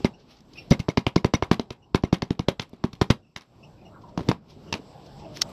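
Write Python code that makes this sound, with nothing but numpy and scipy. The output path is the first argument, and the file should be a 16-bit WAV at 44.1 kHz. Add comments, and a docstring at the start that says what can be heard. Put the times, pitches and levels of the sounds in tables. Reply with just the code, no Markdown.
"""Over a low, swelling rumble, a heavy knife starts mincing raw meat on a thick wooden board, near a phone.
In each stroke the edge cracks through the meat, the blade thuds on the wood, the steel sings briefly
and the open kitchen answers. Chicks peep outside and a hand rustles now and then. The chopping stops
by 3.5 s, and hoarse hoots start far away. The board is set down at about 4.2 s, then a plate clinks
down at 4.7 s. At the end the hand takes hold of the phone."""
import sys
import numpy as np
from scipy import signal
from scipy.fft import rfft, irfft, next_fast_len
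from scipy.io import wavfile
from scipy.ndimage import uniform_filter1d

SR = 44100
rng = np.random.default_rng(int(sys.argv[2]) if len(sys.argv) > 2 else 0)


def wav_out(sig):
    """Save sig, one row per channel (or a flat mono array), as 16-bit PCM at SR to the path in sys.argv[1]."""
    wavfile.write(sys.argv[1], SR, np.round(np.clip(np.atleast_2d(sig).T, -1, 1) * 32767).astype(np.int16))


N = 243414
T = np.arange(N) / SR

# How the background swells: t/s, rumble level/dB, hiss level/dB
BACKGROUND_LEVELS = [(0.0, -49, -57), (0.15, -53, -72.5), (0.38, -57.5, -70.5), (0.57, -50.5, -68),
                     (0.75, -45.5, -65), (0.95, -63, -72.5), (1.6, -50, -71), (1.7, -58, -76),
                     (1.85, -58, -77.5), (2.4, -55, -75.5), (2.65, -59, -74), (3.1, -52.5, -68),
                     (3.22, -56, -78.5), (3.38, -73, -78.5), (3.6, -52, -68.5), (4.15, -47.5, -69.5),
                     (4.29, -41.5, -57), (4.4, -53.5, -76), (4.65, -46.5, -63), (5.0, -51, -62.5),
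                     (5.27, -44, -62), (5.52, -42.5, -56)]
# Tone of the noise the background is made from: f/Hz, level/dB
BACKGROUND_COLOUR = [(15, -43.5), (25, -7.5), (146, 3.5), (250, -2), (420, -6.5), (829, -11), (1140, -16.5),
                     (1800, -27.5), (2800, -25), (5380, -27), (6800, -40), (7700, -30), (9400, -56.5),
                     (12000, -38.5), (14800, -69.5)]
# Weight landing on wood: t/s, level/dB, push length/ms, pitch factor (held to 0.6-1.9),
# lift of the higher notes/(dB per octave), which depends on where the blow lands
THUDS = [(0.004, -28, 2.5, 0.64, 17), (0.0474, -3, 1.26, 1.43, -6.5), (0.7104, -2, 4.83, 1.73, -2),
         (0.7168, -2, 1.6, 0.88, -2.5), (0.7243, -6, 1.5, 1, -7.5), (0.7983, -14.5, 4.6, 1.05, 0),
         (0.888, -6.5, 1.47, 1.05, -2.5), (0.979, -6.5, 2.74, 1.01, 1.5), (1.0702, -10, 2.2, 0.82, -4.5),
         (1.1632, -2.5, 2, 1.18, -5), (1.2494, -2.5, 1.65, 0.77, -2), (1.3377, -11.5, 1.44, 1.97, -15),
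         (1.3417, -7, 2.25, 0.81, -5.5), (1.355, -23.5, 2.2, 1.2, -2), (1.4279, -13.5, 2, 0.6, -6.5),
         (1.5137, -2.5, 3.27, 1.37, 5.5), (1.5963, -9.5, 0.95, 1.57, -6), (1.7089, -22, 1.86, 0.88, 0.5),
         (1.9479, -2.5, 1.35, 0.65, -4.5), (2.0383, -5, 1.5, 0.55, -3), (2.1292, -3, 2.16, 1.24, -2.5),
         (2.2276, -11.5, 1.15, 0.91, -9), (2.3077, -8, 2.56, 1.09, 3.5), (2.397, -11.5, 3.75, 1.25, 5),
         (2.4857, -3, 1.12, 0.98, 2), (2.511, -30, 3.2, 1.1, 4), (2.5994, -20.5, 1.64, 0.63, -5),
         (2.7333, -28, 1.07, 1.51, -9.5), (2.8437, -8, 2.84, 1.51, 2.5), (2.934, -31, 4.3, 1.1, -1),
         (3.0172, -3, 2.02, 0.75, -2), (3.1045, 0, 1.5, 0.84, -10), (3.3636, -35.5, 5.1, 1.26, 8),
         (4.1777, -14, 1.5, 1.16, -7), (4.1948, -19, 0.81, 0.57, 4.5), (4.2067, -18, 0.59, 0.52, -2),
         (4.2095, -21, 2.2, 0.97, 0), (4.269, -33, 1.5, 1.1, 0), (4.282, -24, 2.6, 2.2, 3),
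         (4.29, -5.5, 2.3, 1.21, 1), (4.2975, -15, 2.4, 0.97, 0), (4.306, -20, 2.4, 0.97, 0),
         (4.316, -46, 1.3, 0.51, -14), (4.7286, -25, 0.92, 0.47, 1), (4.741, -29.5, 2.7, 1.53, -7),
         (4.753, -26, 1.3, 1.15, 4.5), (4.793, -30.5, 1.25, 1.7, -7)]
# The board's own notes, which each blow retunes and damps: base f/Hz, level/dB, base ring time/s
BOARD_NOTES = [(70.8, -4, 0.017), (148, 3, 0.038), (252.8, -2.5, 0.037), (400.7, -7.5, 0.036),
               (555, -6, 0.032), (972, -20, 0.027), (1289, -17, 0.013)]
# Tone of the room's echo: f/Hz, level/dB
ROOM_COLOUR = [(60, -6), (250, -2.5), (950, -1), (2500, -2), (6000, -5.5), (12000, 0.5)]
# Sharp touches of edge, board or plate; each level is relative within its own layer:
# t/s, crack level/dB, crack fade/ms, rap level/dB, clatter level/dB, blade song level/dB
CONTACTS = [(0.0461, -16.5, 0.98, -38, -20, -30), (0.7124, -13.5, 1.1, -31, -44, -20.5),
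            (0.717, -18.5, 1.5, -19, -17.5, -27), (0.7223, -18.5, 1.8, -21, -44, -28.5),
            (0.794, -28.5, 8.2, -59, -40.5, -44), (0.8847, -31.5, 0.97, -20, -61, -39),
            (0.8877, -22, 4, -47, -36.5, -36), (0.9046, -34, 1.4, -34, -77, -73),
            (0.974, -8, 0.78, -11, -30, -40), (0.9774, -17, 1.7, -55, -73, -35),
            (0.9811, -20.5, 1.8, -37, -74, -45), (0.9914, -27, 1.8, -50, -76, -61),
            (1.067, -7.5, 0.33, -14.5, -27.5, -45), (1.1601, -13.5, 3.5, -21.5, -33.5, -43),
            (1.163, -20.5, 2.2, -18, -45.5, -34.5), (1.2459, -13, 1.4, -15.5, -26, -37),
            (1.3379, -12.5, 3.3, -12.5, -20.5, -21.5), (1.425, -17, 1, -13.5, -34, -31),
            (1.433, -33, 1.5, -55, -47, -60), (1.514, -12, 1.6, -11.5, -20.5, -41.5),
            (1.527, -29.5, 4, -45, -30, -54.5), (1.5965, -18.5, 1.3, -51, -39.5, -46),
            (1.7057, -23, 1.75, -31.5, -40.5, -60), (1.947, -12.5, 1, -12.5, -17.5, -29.5),
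            (2.0369, -25, 2.5, -22, -33.5, -38), (2.1276, -19, 4.1, -17, -29, -37),
            (2.1445, -25, 1.2, -33, -39.5, -48.5), (2.2218, -11.5, 0.59, -21.5, -47, -36.5),
            (2.2262, -28, 1, -50, -45.5, -55), (2.3067, -18.5, 0.73, -38, -41, -60),
            (2.394, -18.5, 0.85, -21.5, -39.5, -42.5), (2.4848, -9, 1.7, -24, -24, -43),
            (2.597, -12.5, 1.6, -35, -32.5, -42.5), (2.618, -27, 4.3, -56, -44.5, -50),
            (2.7313, -48.5, 0.94, -58.5, -55.5, -69), (2.84, -20.5, 0.76, -20, -33.5, -53),
            (2.931, -31.5, 4.4, -68, -66.5, -62), (2.952, -42, 2.6, -69, -63.5, -72),
            (3.0142, -9, 1.6, -13.5, -20.5, -37.5), (3.1025, -9, 1.8, -18, -13.5, -32),
            (3.3626, -19, 1.1, -55.5, -37.5, -51), (3.4094, -38.5, 2.1, -60.5, -52.5, -62),
            (4.1764, -22, 2.8, -20.5, -39.5, -55.5), (4.1916, -36, 1.8, -31, -58, -67),
            (4.2069, -34, 1.8, -33, -48, -63), (4.2877, -13.5, 2.2, -22, -22, -38),
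            (4.3149, -22, 2.5, -15, -44.5, -58), (4.727, -12, 2.2, -29.5, -38.5, -39),
            (4.7404, -12, 0.88, -30, -32, -47.5)]
# How the microphone colours sharp sounds: f/Hz, level/dB
MIC_COLOUR = [(20, -21.5), (60, 16.5), (5500, 2.5), (7000, -9.5), (9000, -38.5), (12000, -28), (15000, -49)]
# Tone of board, table and walls shaking after a stroke: f/Hz, level/dB
CLATTER_COLOUR = [(35, -31.5), (60, -19.5), (177, -1), (602, -11), (912, -6.5), (1780, -13.5), (2140, -12),
                  (3810, -13), (8940, -32), (12100, -35), (14800, -44)]
# The steel blade's own notes: f/Hz, level/dB
BLADE_NOTES = [(2150, -5.5), (3780, -14.5), (5780, -9.5), (13600, -3)]
# Chicks outside: t/s, level/dB, starting f/Hz, length/s, pitch wobble/Hz
PEEPS = [(.135, -57, 2800, .035, 90), (.555, -48, 2490, 0.051, 60), (.572, -41.5, 2780, .037, 60),
         (1.82, -66.5, 2860, 0.034, 90), (2.083, -67, 2770, .035, 70), (3.22, -71.5, 2780, .11, 60),
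         (3.625, -56, 2805, 0.048, 110), (3.77, -67, 2480, 0.089, 70.5), (3.848, -53, 2810, .04, 89),
         (4.67, -59, 2920, 0.1, 120), (5.22, -61, 2800, .06, 110)]
# A hand on meat, cloth and phone case: peak t/s, level/dB, fade/ms, relative sizzle level/dB
RUSTLES = [(.205, -66, 33, -30), (0.312, -58, 42, -13), (0.371, -60, 8.1, -23), (0.389, -59, 4, -20),
           (0.407, -54.5, 3.4, -15), (0.536, -46, 3.4, -23), (0.577, -58, 73, -10.5), (0.708, -28, 2.8, -7),
           (0.953, -57.5, 0.94, -25), (2.026, -49, 1.9, -27), (2.6944, -58.5, 2.3, -2),
           (3.38, -45, 3.1, -16.5), (4.02, -65, 12, -25), (4.09, -66, 13, -25), (4.504, -57, 26, -14),
           (5.064, -57.5, 12, -12), (5.198, -58, 25, -37), (5.366, -46, 26, -10), (5.372, -22, 1, -23),
           (5.419, -10.5, 3.37, -18), (5.493, -60, 11, 2)]
# Distant hoarse hoots: t/s, level/dB, starting f/Hz, length/s, pitch wobble/Hz
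HOOTS = [(3.915, -51.5, 1230, 0.08, 196), (4.035, -45, 1020, 0.026, 25), (4.075, -53, 994, 0.03, 25),
         (4.915, -53.5, 780, 0.062, 25), (5.1, -59, 862, .11, 25), (5.19, -46.5, 890, .093, 25)]
# The plate's own notes, lowered and shortened in plate(): base f/Hz, level/dB, base ring time/s
PLATE_NOTES = [(988, 1.5, 0.04), (2920, -0.5, 0.049), (5020, -7.5, 0.042)]
# The plate touching down: t/s, level/dB
PLATE_HITS = [(4.7265, -18.5), (4.7407, -32)]
# How much the phone's two microphone holes hear differently: f/Hz, level/dB
SIDE_COLOUR = [(1500, -70.5), (2800, -70), (4500, -21), (8000, -17.5), (12000, -15.5)]


def undb(db):
    """Turn decibels into a number to multiply by."""
    return 10 ** (np.asarray(db) / 20)


def unit(x):
    """Scale to an average strength (rms) of 1."""
    return x / np.sqrt(np.mean(x ** 2))


def colour(x, points):
    """Turn pitches up or down along a curve of (f/Hz, level/dB) points."""
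    hz, db = np.transpose(points)
    size = next_fast_len(len(x))
    f = np.fft.rfftfreq(size, 1 / SR) + 1
    gain = undb(np.interp(np.log(f), np.log(hz), db))
    return irfft(rfft(x, size) * gain, size)[:len(x)]


def band(x, lo_hz, hi_hz):
    """Keep the sound between two frequencies."""
    return signal.sosfilt(signal.butter(2, [lo_hz, hi_hz], "bandpass", fs=SR, output="sos"), x)


def wander(per_s):
    """A smooth random curve, roughly within -1 to 1, with per_s new values a second."""
    k = int(SR / per_s)
    steps = np.repeat(rng.standard_normal(N // k + 1), k)
    return 1.4 * uniform_filter1d(uniform_filter1d(steps, k), k)[:N]


def add(out, start_s, x):
    """Mix x into out from start_s on."""
    i = max(int(start_s * SR), 0)
    out[i:i + len(x)] += x[:N - i]


def decay(t, ring_s):
    """Fade by 60 dB over the ring time."""
    return np.exp(-np.log(1000) * t / ring_s)


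def swell(t, rise_ms, fall_ms):
    """Grow until t = 0, then die away."""
    return np.exp(-1000 * np.abs(t) / np.where(t < 0, rise_ms, fall_ms))


def ring(notes, pitch, hold, lift_db=0):
    """A struck thing sounds its own fading notes; hold scales their ring times."""
    t = T[:SR // 10]
    return sum(undb(db + lift_db * np.log2(hz / 200)) * np.sin(2 * np.pi * hz * pitch * t)
               * decay(t, ring_s * hold) for hz, db, ring_s in notes)


def background():
    """Rumble and hiss: narrow bands of noise flicker alone and swell together in four broad ranges."""
    times, rumble, hiss = np.transpose(BACKGROUND_LEVELS)
    rumble, hiss = np.interp(T, times, rumble), np.interp(T, times, hiss)
    levels = [rumble - 7, rumble, rumble + 0.48 * (hiss - rumble) + 2, hiss]  # deep bass up to treble
    edges_hz, flicker_db = (115, 470, 1700), (1.2, 2.05, 3.2, 1.8)
    size = next_fast_len(N)
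    octaves = np.log2(np.fft.rfftfreq(size, 1 / SR) + 1)
    spectrum = rfft(colour(rng.standard_normal(size), BACKGROUND_COLOUR))
    ranges = np.zeros((len(levels), N))
    for hz in 25 * 2 ** np.arange(0, 9.6, 1 / 3):
        window = np.cos(np.pi / 2 * np.clip(3 * (octaves - np.log2(hz)), -1, 1)) ** 2
        k = np.searchsorted(edges_hz, hz)
        ranges[k] += irfft(spectrum * window, size)[:N] * undb(flicker_db[k] * wander(18))
    return sum(unit(noise) * undb(db) for noise, db in zip(ranges, levels))


def blow(push_ms, pitch, hold, lift_db):
    """One push into the board, duller if longer. The air is drawn down first, then springs back."""
    n = int(push_ms * SR / 1000)
    push = np.sin(np.pi * np.arange(n) / n)
    motion = signal.fftconvolve(push, ring(BOARD_NOTES, pitch, hold, lift_db))
    pressure = -np.diff(motion, prepend=0)
    return pressure / np.abs(pressure).max()


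def thuds():
    """The knife's weight, or a thing put down, sets off the board's low notes."""
    out, chopping_ends_s = np.zeros(N), 4.0
    for s, db, push_ms, pitch, lift_db in THUDS:
        hold = 0.59 * np.exp(-0.0085 * db - 0.037 * lift_db)  # light, dull blows ring longer
        if s > chopping_ends_s:
            hold *= 1.46  # no meat or hand damps the board
        add(out, s, undb(db) * blow(push_ms, np.clip(pitch, 0.6, 1.9), hold, lift_db))
    return out


def room(x, ring_s=0.13, level_db=-13.5):
    """The table and nearby walls send each stroke back as a short, woody echo."""
    t = T[:SR // 3]
    tail = rng.standard_normal(len(t)) * (1 - np.exp(-t / 0.0049)) * decay(t, ring_s)
    echo = signal.fftconvolve(x, tail / np.linalg.norm(tail))[:N]
    return colour(echo, ROOM_COLOUR) * undb(level_db)


def cracks():
    """The edge cuts meat, or hard things meet: a tiny burst of noise topped by a faint sizzle."""
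    out, sizzle, lead_s = np.zeros(N), np.zeros(N), 0.02
    t = T[:2600] - lead_s - 0.0005
    for s, db, fall_ms, *_ in CONTACTS:
        burst = rng.standard_normal(len(t)) * swell(t, rise_ms=0.7, fall_ms=fall_ms)
        hz = 2600 + 500 * fall_ms  # a longer crack tears more fibre and is brighter
        body = band(burst, hz / 1.82, hz * 1.88) + undb(2.5) * burst
        add(out, s - lead_s, undb(db) * body / np.abs(body).max())
        top = band(burst, 7500, 14500)
        add(sizzle, s - lead_s, undb(0.4 * db - 43.3) * top / np.abs(top).max())
    return colour(out, MIC_COLOUR) + sizzle


def raps():
    """A very quick tap on the wood gives a higher, shorter knock than a thud."""
    out = np.zeros(N)
    knock = -blow(push_ms=0.5, pitch=1.685, hold=0.4, lift_db=0.1)
    for s, _, _, db, _, _ in CONTACTS:
        add(out, s, undb(db + 8) * knock)
    return out


def clatter(crunch_db=4.5):
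    """Board, table and walls shake after a stroke; wet meat breaks the treble into grains."""
    out, t = np.zeros(N), T[:SR // 6]
    noise = unit(colour(rng.standard_normal(N) * undb(2 * wander(300)), CLATTER_COLOUR))
    wood = signal.sosfilt(signal.butter(1, 1500, fs=SR, output="sos"), noise)
    treble = (noise - wood) * unit(undb(crunch_db * wander(450)))
    for s, _, _, _, db, _ in CONTACTS:
        span = slice(int(s * SR), int(s * SR) + len(t))
        ring_s = 0.12 * np.exp(-0.0282 * (db + 31))  # the pressed blade damps a hard stroke sooner
        fade = (1 - np.exp(-t / 0.0025)) * decay(t, ring_s)
        add(out, s, undb(db) * fade * (wood[span] + fade ** 0.47 * treble[span]))  # treble dies first
    return out


def blade_song(peak_ms=12.5, width_ms=3.43):
    """The steel sings as it springs free of the wood, a little differently each time."""
    out, t = np.zeros(N), T[:2600]
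    for s, *_, song_db in CONTACTS:
        for hz, db in BLADE_NOTES:
            extra_db, detune, late_ms, phase = rng.normal(0, [1, 0.013, 2.1, 3])
            tone = np.sin(2 * np.pi * hz * (1 + detune) * t + phase)
            shape = np.exp(-0.5 * ((1000 * t - peak_ms - late_ms) / width_ms) ** 2)
            add(out, s, undb(song_db + db + extra_db) * tone * shape)
    rattle = 1 + 0.5 * wander(350)
    return colour(out * rattle, MIC_COLOUR)


def calls(table, sag_hz_per_s, octave_db, roughness, wobbles_per_s, echo_db):
    """Peeps or hoots: short, shaky, falling notes with an octave on top, blurred by the yard's echo."""
    out, wobble = np.zeros(N), wander(wobbles_per_s)
    for s, db, start_hz, length_s, wobble_hz in table:
        t = T[:int(length_s * SR)]
        hz = start_hz - sag_hz_per_s * t + wobble_hz * wobble[int(s * SR):][:len(t)]
        phase = 2 * np.pi * np.cumsum(hz) / SR
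        tone = np.sin(phase) + undb(octave_db) * np.sin(2 * phase)
        shape = np.sin(np.pi * (t / length_s) ** 0.64)
        add(out, s, undb(db) * shape * tone)
    out *= 1 + roughness * wander(180)
    t = T[:SR // 5]
    yard = rng.standard_normal(len(t)) * np.exp(-t / 0.025)
    return out + undb(echo_db) * signal.fftconvolve(out, yard)[:N]


def rustles():
    """A rubbing hand makes noise that swells and dies."""
    out, sizzle = np.zeros(N), np.zeros(N)
    t = T[:SR // 4] - 0.1
    for s, db, fall_ms, sizzle_db in RUSTLES:
        noise = rng.standard_normal(len(t))
        hz = 5560 / fall_ms ** 0.21  # longer rubs are duller
        rub = unit(band(noise, hz / 1.05, hz * 2.53)) + undb(-8) * band(noise, 1300, 12000)
        shape = undb(db) * swell(t, 0.54 * fall_ms, fall_ms)
        add(out, s + t[0], shape * rub)
        add(sizzle, s + t[0], shape * undb(sizzle_db) * unit(band(noise, 6400, 22000)))
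    return colour(out, MIC_COLOUR) + sizzle


def plate():
    """The plate touches down twice and rings with a short clink."""
    out = np.zeros(N)
    for s, db in PLATE_HITS:
        add(out, s, undb(db) * ring(PLATE_NOTES, pitch=0.93, hold=0.6))
    return out


def scene():
    """Mix all the sounds, the same for left and right."""
    strokes = thuds() + cracks() + raps() + clatter() + plate()
    song = blade_song()
    echo = room(strokes + undb(-12) * song)  # the thin song hardly stirs the table
    peeps = calls(PEEPS, sag_hz_per_s=900, octave_db=-9.5, roughness=0.43, wobbles_per_s=580, echo_db=-32)
    hoots = calls(HOOTS, sag_hz_per_s=1130, octave_db=-32, roughness=0.53, wobbles_per_s=440, echo_db=-27)
    mono = background() + strokes + song + echo + peeps + rustles() + hoots
    return np.array([mono, mono])


def record(dry, top_hz=14300):
    """The phone's two microphone holes hear alike except in the treble; peaks are rounded, the top cut."""
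    scatter = rng.standard_normal(256) * np.exp(-np.arange(256) / 110)
    smeared = signal.fftconvolve(dry[0], scatter / np.linalg.norm(scatter))[:N]
    side = colour(smeared, SIDE_COLOUR)
    rounded = np.tanh(0.76 * (dry + np.array([side, -side]))) / 0.83
    return signal.sosfilt(signal.ellip(10, 0.2, 80, top_hz, fs=SR, output="sos"), rounded)


dry = scene()
out = record(dry)
wav_out(out)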